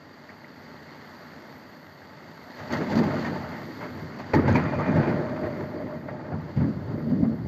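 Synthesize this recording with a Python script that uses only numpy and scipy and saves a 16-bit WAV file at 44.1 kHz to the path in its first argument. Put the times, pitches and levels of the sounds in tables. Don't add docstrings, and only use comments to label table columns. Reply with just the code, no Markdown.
import sys
import numpy as np
from scipy import signal
from scipy.fft import rfft, irfft, next_fast_len
from scipy.io import wavfile
from scipy.ndimage import uniform_filter1d, minimum_filter1d, map_coordinates

SR = 44100
rng = np.random.default_rng(int(sys.argv[2]) if len(sys.argv) > 2 else 0)


def digitize_waveform(pressure):
    field = np.atleast_2d(pressure).T
    bounded = np.clip(field, -1, 1)
    quanta = np.round(bounded * 32767).astype(np.int16)
    wavfile.write(sys.argv[1], SR, quanta)


N = 329779

# start in seconds, clap level in dB, sizzle in dB, low push in dB,
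# crackle after it in dB, decay of the tearing burst by 60 dB in seconds.
CLAPS = [(2.589, -29.5, -53, -54, -40.5, 0.11), (2.708, -23, -46, -43, -32.5, 0.087),
         (2.722, -36, -39, -47, -27, 0.073), (2.734, -26.5, -43, -48, -32.5, 0.087),
         (2.767, -29, -45, -44, -42, 0.11), (2.813, -13.5, -53.5, -33, -34.5, 0.044),
         (2.898, -32, -42, -41, -38, 0.088), (2.916, -27, -45, -33, -39, 0.08),
         (2.952, -30, -39, -21, -36, 0.08), (2.974, -15.5, -38.5, -24, -34, 0.05),
         (2.988, -15.5, -39.5, -27, -39, .04), (3.032, -18, -41, -31, -38, 0.05),
         (3.068, -20, -56, -36, -40, 0.045), (3.109, -25, -61, -31.5, -35, 0.067),
         (3.143, -20, -47.5, -50, -48, 0.05), (3.246, -19, -46.5, -55, -39, 0.086),
         (3.262, -26, -54, -55, -34, 0.09), (3.519, -26, -55, -50, -40, 0.07),
         (3.806, -25, -52, -53, -38, 0.098), (3.83, -28, -64, -55, -41, 0.2),
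         (4.186, -30, -51, -41, -36, 0.13), (4.335, -8, -36, -20, -36, 0.049),
         (4.347, -15, -37.5, -30, -33, 0.052), (4.384, -20.5, -56.5, -17, -34, 0.039),
         (4.478, -12.5, -40, -28, -44, 0.04), (4.488, -17.5, -45.5, -35, -37, .04),
         (4.545, -18, -43, -39, -37, 0.045), (4.555, -10, -37, -30, -35, 0.049),
         (4.577, -16, -51, -36, -38, 0.055), (4.643, -28, -53.5, -27, -31.5, 0.044),
         (4.739, -27, -52, -35, -45, 0.057), (4.788, -25.5, -51, -36, -37, 0.11),
         (4.857, -22, -53, -35, -36, 0.044), (4.877, -19, -53, -29, -45, 0.063),
         (4.901, -25.5, -56, -22, -51, 0.039), (4.96, -22, -46.5, -33, -33, 0.055),
         (5.074, -19, -52.5, -35, -40, 0.06), (5.092, -16.5, -54, -26, -40, 0.052),
         (5.275, -34, -61, -42, -43, 0.046), (5.363, -22.5, -55, -46, -36, 0.042),
         (5.397, -39, -62, -39, -54, 0.05), (5.434, -20.5, -61, -44, -46, 0.06),
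         (5.595, -29, -59, -33, -41, 0.069), (6.076, -37, -65, -44, -41, 0.05),
         (6.312, -35, -68, -40, -39, .053), (6.562, -31.5, -54.5, -39, -45, 0.11),
         (6.603, -28, -71, -22.5, -38, 0.092), (7.073, -42, -71, -44, -48.5, .085),
         (7.101, -39, -64.5, -28, -44.5, 0.087), (7.23, -31, -66.5, -17, -44, 0.042)]
# start in seconds, mean pitch in Hz, level in dB, hold in seconds,
# decay by 60 dB in seconds.
PINGS = [(2.728, 615, -31, 0.015, 0.053), (2.73, 1990, -36, 0.007, .05), (2.897, 869, -31, 0.02, .05),
         (2.967, 237.7, -14.5, 0.021, 0.091), (3.141, 640, -23, 0.0055, 0.03),
         (3.248, 1895, -34, .015, .06), (4.334, 405, -17, 0.0044, 0.028), (4.338, 1913, -25, 0.0062, 0.038),
         (4.339, 913, -19, 0.0094, .04), (4.382, 1250, -29, 0.0065, .04), (4.4786, 894, -19, 0.0061, 0.037),
         (4.486, 555, -20.5, .008, .04), (4.483, 1610, -31.5, 0.026, 0.062),
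         (4.552, 885, -22.5, 0.01, 0.036), (4.556, 2120, -25, 0.0042, .04), (4.735, 613, -25, .008, 0.062),
         (4.79, 1160, -31.5, 0.015, 0.078), (4.96, 627, -24, .008, .06), (4.961, 1930, -41, .01, 0.044),
         (4.985, 1530, -35, 0.017, 0.069), (5.079, 644, -24, 0.0069, 0.066),
         (5.433, 623, -27.5, 0.0049, .05), (6.317, 726, -36, 0.016, .05), (7.225, 209, -9.5, 0.0087, 0.064)]
# time of the peak in seconds, thud in dB, boom in dB,
# growl in dB, time of the last 20 dB of rise in seconds.
PEALS = [(2.616, -40.5, -48, -44, 0.045), (2.736, -37, -27.5, -31.5, 0.059), (2.815, -44, -29, -28, 0.055),
         (2.919, -48, -30.5, -30, 0.062), (2.978, -31.5, -24.5, -32, 0.051), (2.993, -34, -23, -34, 0.06),
         (3.021, -40, -20.5, -29.5, 0.15), (3.079, -33.5, -25.5, -30.5, 0.071), (3.17, -53, -31, -34, 0.08),
         (3.319, -51, -32, -34.5, 0.3), (3.443, -46, -51, -61, 0.15), (3.559, -59, -38.5, -53, 0.14),
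         (3.609, -44, -53, -55, 0.071), (3.697, -60, -41.5, -41, 0.12), (3.83, -43, -44, -46, 0.074),
         (3.95, -47, -42, -42, 0.22), (4.037, -37.5, -48, -56, 0.18), (4.197, -50, -47, -40, 0.031),
         (4.34, -23, -23, -20, 0.0053), (4.36, -22, -18, -23.5, 0.015), (4.388, -31, -22, -22.5, .01),
         (4.433, -37, -38, -23, 0.03), (4.457, -25.5, -25.5, -43, 0.012),
         (4.484, -20.5, -21.5, -24.5, 0.012), (4.516, -18.5, -20, -38, 0.03),
         (4.563, -26.5, -21, -24, 0.069), (4.646, -26, -27, -45, 0.049), (4.72, -35, -33.5, -34.5, .08),
         (4.79, -30, -40, -28.5, 0.074), (4.896, -30, -21.5, -29, .06), (4.959, -21.5, -27, -35, .04),
         (4.992, -21, -24.5, -25, 0.071), (5.024, -37, -33, -30, .04), (5.079, -27.5, -27, -23.5, 0.026),
         (5.106, -35, -25.5, -41, .04), (5.144, -28, -38, -31.5, 0.079), (5.199, -31.5, -44, -27, 0.14),
         (5.32, -38, -32, -50, 0.19), (5.452, -37, -38, -31, 0.26), (5.61, -42, -47, -32, 0.15),
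         (5.766, -47, -47, -34, 0.085), (5.84, -36.5, -53, -36.5, 0.067), (5.97, -40, -38, -57, 0.037),
         (6.06, -41, -40, -41, 0.056), (6.12, -38, -44, -38, .04), (6.25, -41, -47, -48, .06),
         (6.31, -39, -37, -38.5, 0.049), (6.346, -28.5, -37, -39, 0.06), (6.37, -46, -33, -49, 0.063),
         (6.434, -35, -40, -43, 0.033), (6.577, -18.5, -48, -33.5, 0.022),
         (6.615, -27, -22.5, -35.5, 0.042), (6.65, -36, -23, -41, 0.061), (6.69, -31, -26, -40.5, 0.05),
         (6.77, -31, -43, -55, 0.23), (6.894, -30.5, -46, -48, 0.11), (6.949, -29.5, -32, -42, 0.048),
         (7.03, -34, -32, -44.5, .05), (7.07, -32, -23, -33.5, 0.023), (7.12, -33.5, -18, -42, 0.044),
         (7.16, -41, -26.5, -40.5, 0.06), (7.2, -37, -24, -38, .06), (7.236, -29.5, -21, -34, 0.08),
         (7.284, -44, -21, -46, 0.049), (7.33, -32, -30, -37.5, .08), (7.416, -30.5, -36.5, -54, 0.095),
         (7.46, -30, -42.5, -37, 0.044)]
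# time in seconds,
# rumble in dB, crackle in dB, tearing hiss in dB.
ROLL = [(2.45, -68, -86, -73), (2.58, -72, -49, -53.5), (2.69, -57, -44, -55), (2.72, -41, -41, -50),
        (3.1, -35.5, -31.5, -48), (3.21, -38, -39, -45), (3.3, -38.5, -40, -50.5), (3.5, -45, -43.5, -62),
        (3.75, -48.5, -54, -60), (4.1, -44.5, -47.5, -66), (4.325, -41.5, -45.5, -55),
        (4.345, -49, -38, -55), (4.45, -44, -36.5, -61), (4.51, -42, -35, -45.5), (4.56, -35, -29.5, -50),
        (4.62, -37, -35, -56), (4.72, -36.5, -37, -53.5), (4.85, -34, -36, -57.5), (5.1, -41, -33, -52.5),
        (5.25, -40, -39.5, -69), (5.5, -38, -42.5, -66), (6.1, -44.5, -47.5, -68), (6.27, -44, -44.5, -71),
        (6.5, -47.5, -47, -62.5), (6.6, -41.5, -45.5, -62), (7.05, -39, -49.5, -67), (7.48, -43, -51, -76)]
# time in seconds, share of the power from 0 to 1.
FAR_SHARE = [(2.5, 0.2), (2.85, 0.18), (3.0, 0.63), (3.18, 0.6), (3.25, 0.16), (3.4, 0.35), (3.6, 0.16),
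             (4.3, 0), (4.7, 0.2), (5.2, 0.58), (5.7, 0.25), (6.3, 0.73), (7.48, 0.74)]
# time in seconds,
# ring in dB over the growl, rattle in dB over the crackle.
WAKE = [(4.33, -70, -70), (4.4, -22, -32), (4.56, -26, -9.5), (4.66, -11, -22), (4.73, -10, -11),
        (4.8, -11, -19), (4.88, -4.5, -9.5), (4.95, -0.5, -31), (5.04, -8, -16), (5.1, -10, -17),
        (5.25, -2, -30), (5.4, -0.5, -28), (5.6, -9, -29), (5.8, -3, -30), (5.92, -2, -28), (6.05, -6, -22),
        (6.2, -5, -25), (6.33, -9, -33), (6.7, -33, -46), (7.1, -60, -73)]
# time in seconds, patter in dB, high hiss in dB.
RAIN = [(0, -48.5, -78), (.55, -47, -75), (.8, -45, -73), (1.1, -45, -72.5), (1.5, -45, -69.5),
        (1.9, -47, -76), (2.4, -45.5, -71.5), (3.0, -41, -68), (3.5, -41.5, -69), (3.85, -42.5, -69),
        (4.2, -44.5, -72), (4.6, -46.5, -76.5), (5.5, -46, -72.5), (6, -50.5, -77), (6.4, -51, -78),
        (6.65, -49, -78.5), (7.1, -50.5, -76), (7.48, -50, -76.5)]
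# start in seconds, level in dB, nominal pitch in Hz.
DRIPS = [(0.2914, -32.5, 2050), (0.2985, -35, 2300), (0.4438, -32.5, 2200), (1.3364, -43, 1610),
         (2.0188, -40, 1850), (2.1345, -39, 1910), (2.532, -37, 1860), (6.0127, -38, 1960),
         (6.997, -40, 2110)]
# start in seconds, level in dB.
TICKS = [(2.7255, -40), (4.5273, -42), (4.554, -46), (4.6394, -48.5), (4.807, -51), (4.9195, -57)]

# frequency in Hz, density in dB per Hz.
CRACK_SPECTRUM = [(200, -19.5), (420, 1), (650, -1.5), (900, -1), (1300, -7), (1950, -6.5), (2400, 1.5),
                  (3500, -31), (8000, -47.5)]
# frequency in Hz, density in dB per Hz.
SIZZLE_SPECTRUM = [(1500, -25.5), (2800, 1), (4500, -1), (6500, 3.5), (9000, -5.5), (12000, -9)]
# frequency in Hz, density in dB per Hz.
PUSH_SPECTRUM = [(60, -1), (220, -0.5), (300, -5.0), (700, -12.5), (2000, -50.0)]
# frequency in Hz, density in dB per Hz.
THUD_SPECTRUM = [(20, 0.5), (70, -3.5), (95, -1), (140, -1.5), (200, -9.5), (400, -52)]
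# frequency in Hz, density in dB per Hz.
BOOM_SPECTRUM = [(60, -31.5), (150, -5), (190, 3), (280, 3), (350, -26.5), (800, -52)]
# frequency in Hz, density in dB per Hz.
GROWL_SPECTRUM = [(120, -31), (270, -11.5), (320, 2), (520, -5), (700, -15), (1500, -42)]
# frequency in Hz, density in dB per Hz.
NEAR_CRACKLE_SPECTRUM = [(250, -35.5), (600, 1), (1000, -1.5), (2200, -6), (4500, -19), (9000, -25.5)]
# frequency in Hz, density in dB per Hz.
FAR_CRACKLE_SPECTRUM = [(250, -25), (600, 1), (1000, -3.5), (1500, -9), (2200, -21.5), (4500, -41)]
# frequency in Hz, density in dB per Hz.
HISS_SPECTRUM = [(1500, -15.5), (2600, -2.5), (4500, -5.5), (7000, -4), (10000, -14)]
# frequency in Hz, density in dB per Hz.
RING_SPECTRUM = [(450, -35.5), (560, -8.5), (600, 3.5), (625, 3.5), (670, -12.5), (800, -32.5)]
# frequency in Hz, density in dB per Hz.
RATTLE_SPECTRUM = [(1900, -32.5), (2250, -6.5), (2400, 12), (2700, -16), (3000, -30.5)]
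# frequency in Hz, density in dB per Hz.
PATTER_SPECTRUM = [(20, -1), (300, 0.5), (1000, -4.5), (3000, -7), (8000, -4.5), (12000, 5.5)]
# frequency in Hz, density in dB per Hz.
SPLASH_SPECTRUM = [(500, -25), (1500, -2.5), (2000, -6), (3000, 0.5), (4600, -3), (7000, -11),
                   (12000, -8.5)]
# frequency in Hz, density in dB per Hz.
HIGH_HISS_SPECTRUM = [(10800, -66), (11400, -38.5), (11600, 4), (12500, 3), (12900, -2), (13100, 7.5),
                      (13900, 0.5), (14200, -7)]
# frequency in Hz, gain in dB.
COLOUR = [(20, -50), (60, -21), (88, -8), (200, -2.5), (250, 0.5), (400, -4.5), (2150, -4), (2300, -14.5),
          (4000, -18), (5200, -23), (7600, -31.5), (7800, -38), (8600, -46), (11300, -57.5)]
# centre in Hz, width in Hz, gain in dB above the colour.
FRAME = [(231.6, 40, 3.5), (602, 47, 5.5), (877, 47, 5), (2147, 24, -1), (1878, 92, 3), (4336, 190, 9),
         (4680, 250, 12.5), (6510, 380, 3.5), (91.1, 15, 6.5), (152.4, 29, 7)]

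CLAP_RISE_S = 0.0022
SHOCK_DB, TEAR_DB = 19.5, -11
SIZZLE_LASTS, PUSH_LASTS = 1.31, 1.2
FLARE_DB = -25
PING_RISE_CYCLES = 1.1
PING_WAVER = 0.044
THUD_T60_S, BOOM_T60_S, GROWL_T60_S = 0.33, 0.2, 0.22
AFTER_T60_S = 0.23
CEILING_DB, TOP_HZ = -8.5, 14050


def claps():
    lead, tear_level, edge_level, push_level = np.zeros((4, N + SR))
    t = np.arange(SR // 2) / SR
    front = 1 - np.exp(-t / CLAP_RISE_S)
    for s, db, sizzle_db, push_db, _, t60 in CLAPS:
        start = round(s * SR)
        here = slice(start, start + len(t))
        lead[start] = amp(db + SHOCK_DB)
        tear_level[here] += amp(db + TEAR_DB - 60 * t / t60) * front
        edge_level[here] += amp(sizzle_db - 60 * t / (SIZZLE_LASTS * t60)) * front
        push_level[here] += amp(push_db - 60 * t / (PUSH_LASTS * t60)) * front
    shock = coloured(lead[:N], lambda hz: along(CRACK_SPECTRUM, hz) + window(hz))
    tear = dense(heard(impacts(1500, spread_db=1.5, share=0.57), CRACK_SPECTRUM), 0.6)
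    sizzle = heard(impacts(1800, spread_db=-3.0, share=0.21), SIZZLE_SPECTRUM)
    push = dense(heard(rng.standard_normal(N), PUSH_SPECTRUM), 0.57)
    return shock + tear_level[:N] * tear + edge_level[:N] * sizzle + push_level[:N] * push


def pings():
    out, t = np.zeros(N + SR), np.arange(SR // 5) / SR
    bend = 1 + PING_WAVER * wobble(90)
    for s, hz, db, hold, t60 in PINGS:
        start = round(s * SR)
        onset = 1 - np.exp(-t * hz / PING_RISE_CYCLES)
        decay = amp(db - 60 * np.maximum(t - hold, 0) / t60)
        cycles = hz * np.cumsum(bend[start:][:len(t)]) / SR
        out[start:][:len(t)] += decay * onset * np.sin(2 * np.pi * cycles)
    return out[:N]


def peals(thud_level, boom_level, growl_level, crackle_level):
    hiss_db = curves(ROLL, outside=-120)[2]
    lumps = wobble(22)
    thud = dense(heard(rng.standard_normal(N), THUD_SPECTRUM), 0.57)
    boom = dense(heard(rng.standard_normal(N), BOOM_SPECTRUM), 0.95)
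    growl = dense(heard(impacts(200, spread_db=3, share=0.28), GROWL_SPECTRUM), 0.12)
    growl *= amp(0.7 * lumps)
    crackle = crackling() * amp(1.0 * lumps + 1.0 * wobble(45))
    hiss = heard(impacts(1300, spread_db=0.0, share=0.64), HISS_SPECTRUM)
    hiss *= amp(hiss_db + 0.72 * lumps + 0.84 * wobble(7.5))
    return thud_level * thud + boom_level * boom + growl_level * growl + crackle_level * crackle + hiss


def crackling():
    far = np.clip(curves(FAR_SHARE)[0], 0, 1)
    near = heard(impacts(400, spread_db=3.0, share=0.22), NEAR_CRACKLE_SPECTRUM)
    dull = heard(impacts(250, spread_db=4.5, share=0.34), FAR_CRACKLE_SPECTRUM)
    return np.sqrt(1 - far) * patchy(near, depth_db=1.5) + np.sqrt(far) * patchy(dull, depth_db=1.5)


def swells():
    rumble_db, crackle_db, _ = curves(ROLL, outside=-120)
    s, thud_db, boom_db, growl_db, rise = np.transpose(PEALS)
    clap_s, *_, after_db, _ = np.transpose(CLAPS)
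    thud_roll = amp(rumble_db - 2.5 + 2.8 * wobble(14))
    boom_roll = amp(rumble_db + 1.8 * wobble(19))
    growl_roll = amp(rumble_db - 2.26 + 2.6 * wobble(15))
    crackle_roll = amp(crackle_db + 0.95 * wobble(15))
    return (np.hypot(thud_roll, bursts(s, thud_db, rise, THUD_T60_S)),
            np.hypot(boom_roll, bursts(s, boom_db, rise, BOOM_T60_S)),
            np.hypot(growl_roll, bursts(s, growl_db, rise, GROWL_T60_S)),
            np.hypot(crackle_roll, bursts(clap_s + 0.012, after_db, 0.0097, AFTER_T60_S)))


def wake(growl_level, crackle_level):
    ring_db, rattle_db = curves(WAKE, outside=-120)
    ring = dense(heard(rng.standard_normal(N), RING_SPECTRUM), 0.75) * amp(1.2 * wobble(25))
    rattle = heard(impacts(400, spread_db=5, share=0.24), RATTLE_SPECTRUM)
    lingering = np.sqrt(np.abs(uniform_filter1d(growl_level ** 2, size=8000)))
    rattle_gain = amp(rattle_db + 2.0 * wobble(35))
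    return amp(ring_db) * lingering * ring + rattle_gain * crackle_level * rattle


def rain():
    patter_db, _ = curves(RAIN)
    gust = wobble(4.1)
    patter = heard(impacts(1500, spread_db=4.5, share=0.29), PATTER_SPECTRUM)
    patter = patchy(patter, depth_db=0.92)
    splashes = heard(impacts(60, spread_db=0, share=0.85), SPLASH_SPECTRUM)
    rain_level = amp(patter_db + 0.25 * gust + 0.42 * wobble(10))
    return rain_level * (patter + amp(-22.5) * splashes)


def drips():
    out, t = np.zeros(N + SR), np.arange(SR // 20) / SR
    shape = amp(-60 * t / 0.024) * (1 - np.exp(-t / 0.0008))
    for s, db, hz in DRIPS:
        rising = np.sin(2 * np.pi * hz * t * (0.85 + 12 * t))
        steady = 0.099 * np.sin(2 * np.pi * 1.05 * hz * t)
        out[round(s * SR):][:len(t)] += amp(db) * shape * (rising + steady)
    return out[:N]


def ticks():
    out, t = np.zeros(N + SR), np.arange(SR // 20) / SR
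    snap = amp(-60 * t / 0.003) * (t / 0.0003) ** 2 * np.sin(2 * np.pi * 6400 * t)
    for s, db in TICKS:
        out[round(s * SR):][:len(t)] += amp(db) * snap
    return out[:N]


def high_hiss():
    _, hiss_db = curves(RAIN)
    clap_s, _, sizzle_db, *_ = np.transpose(CLAPS)
    grains = impacts(1800, spread_db=10.5, share=0.25)
    hiss = unit(coloured(grains, lambda hz: along(HIGH_HISS_SPECTRUM, hz)))
    floor = amp(hiss_db + 1.4 * wobble(7) + 0.7 * wobble(12))
    flares = bursts(clap_s + 0.01, sizzle_db + FLARE_DB, 0.015, t60=0.2)
    return np.hypot(floor, flares) * hiss


def impacts(rate, spread_db, share):
    hit = rng.random(N) < rate / SR
    size = amp(spread_db * np.minimum(rng.exponential(size=N), 4))
    sign = np.sign(rng.standard_normal(N))
    return np.sqrt(share) * unit(hit * size * sign) + np.sqrt(1 - share) * rng.standard_normal(N)


def bursts(times, db, rise, t60):
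    power, t = np.zeros(N + 2 * SR), np.arange(-SR // 2, SR) / SR
    for s, top_db, up in np.broadcast(times, db, rise):
        shape_db = np.where(t < 0, 20 * t / up, -60 * t / t60)
        power[round(s * SR):][:len(t)] += amp(top_db + shape_db) ** 2
    return np.sqrt(power[SR // 2:][:N])


def dense(x, amount):
    level = np.sqrt(np.abs(uniform_filter1d(x ** 2, size=900))) + 0.17
    return unit(x / level ** amount)


def patchy(x, depth_db):
    z = signal.stft(x, nperseg=512)[2]
    across_bands = uniform_filter1d(rng.standard_normal(z.shape), size=4, axis=0)
    field = uniform_filter1d(across_bands, size=5, axis=1)
    return unit(signal.istft(z * amp(depth_db * unit(field)), nperseg=512)[1][:N])


def heard(x, spectrum):
    return unit(coloured(x, lambda hz: along(spectrum, hz) + window(hz)))


def window(hz):
    bumps = sum(db / (1 + (2 * (hz - centre) / width) ** 2) for centre, width, db in FRAME)
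    return along(COLOUR, hz) + bumps


def coloured(x, db_at):
    m = 2 * next_fast_len(N // 2 + 8192)
    log_gain = np.maximum(db_at(np.fft.rfftfreq(m, 1 / SR)), -120) * np.log(10) / 20
    cepstrum = irfft(log_gain, m)
    cepstrum[1:m // 2] *= 2
    cepstrum[m // 2 + 1:] = 0
    return irfft(rfft(x, m) * np.exp(rfft(cepstrum)), m)[:N]


def amp(db):
    return 10 ** (np.asarray(db) / 20)


def unit(x):
    return x / np.sqrt(np.mean(x ** 2) + 1e-20)


def along(points, hz):
    f, v = np.transpose(points)
    return np.interp(np.log(hz + 1), np.log(f + 1), v)


def curves(rows, outside=None):
    s, *cols = np.transpose(rows)
    return [np.interp(np.arange(N) / SR, s, c, left=outside, right=outside) for c in cols]


def wobble(rate):
    knots = rng.standard_normal(int(N * rate / SR) + 4)
    return map_coordinates(knots, [np.arange(N) * rate / SR])


def scene():
    thud, boom, growl, crackle = swells()
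    thunder = claps() + pings() + peals(thud, boom, growl, crackle) + wake(growl, crackle)
    return (thunder + rain() + drips() + ticks() + high_hiss())[None]


def record(dry):
    need = np.minimum(1, amp(CEILING_DB) / (np.abs(dry) + 1e-9))
    lowest = minimum_filter1d(need, size=400, axis=1)
    held = dry * uniform_filter1d(lowest, size=200, axis=1)
    m = next_fast_len(N + 8192)
    in_band = np.fft.rfftfreq(m, 1 / SR) < TOP_HZ
    return irfft(rfft(held, m) * in_band, m)[:, :N]


dry = scene()
out = record(dry)
digitize_waveform(out)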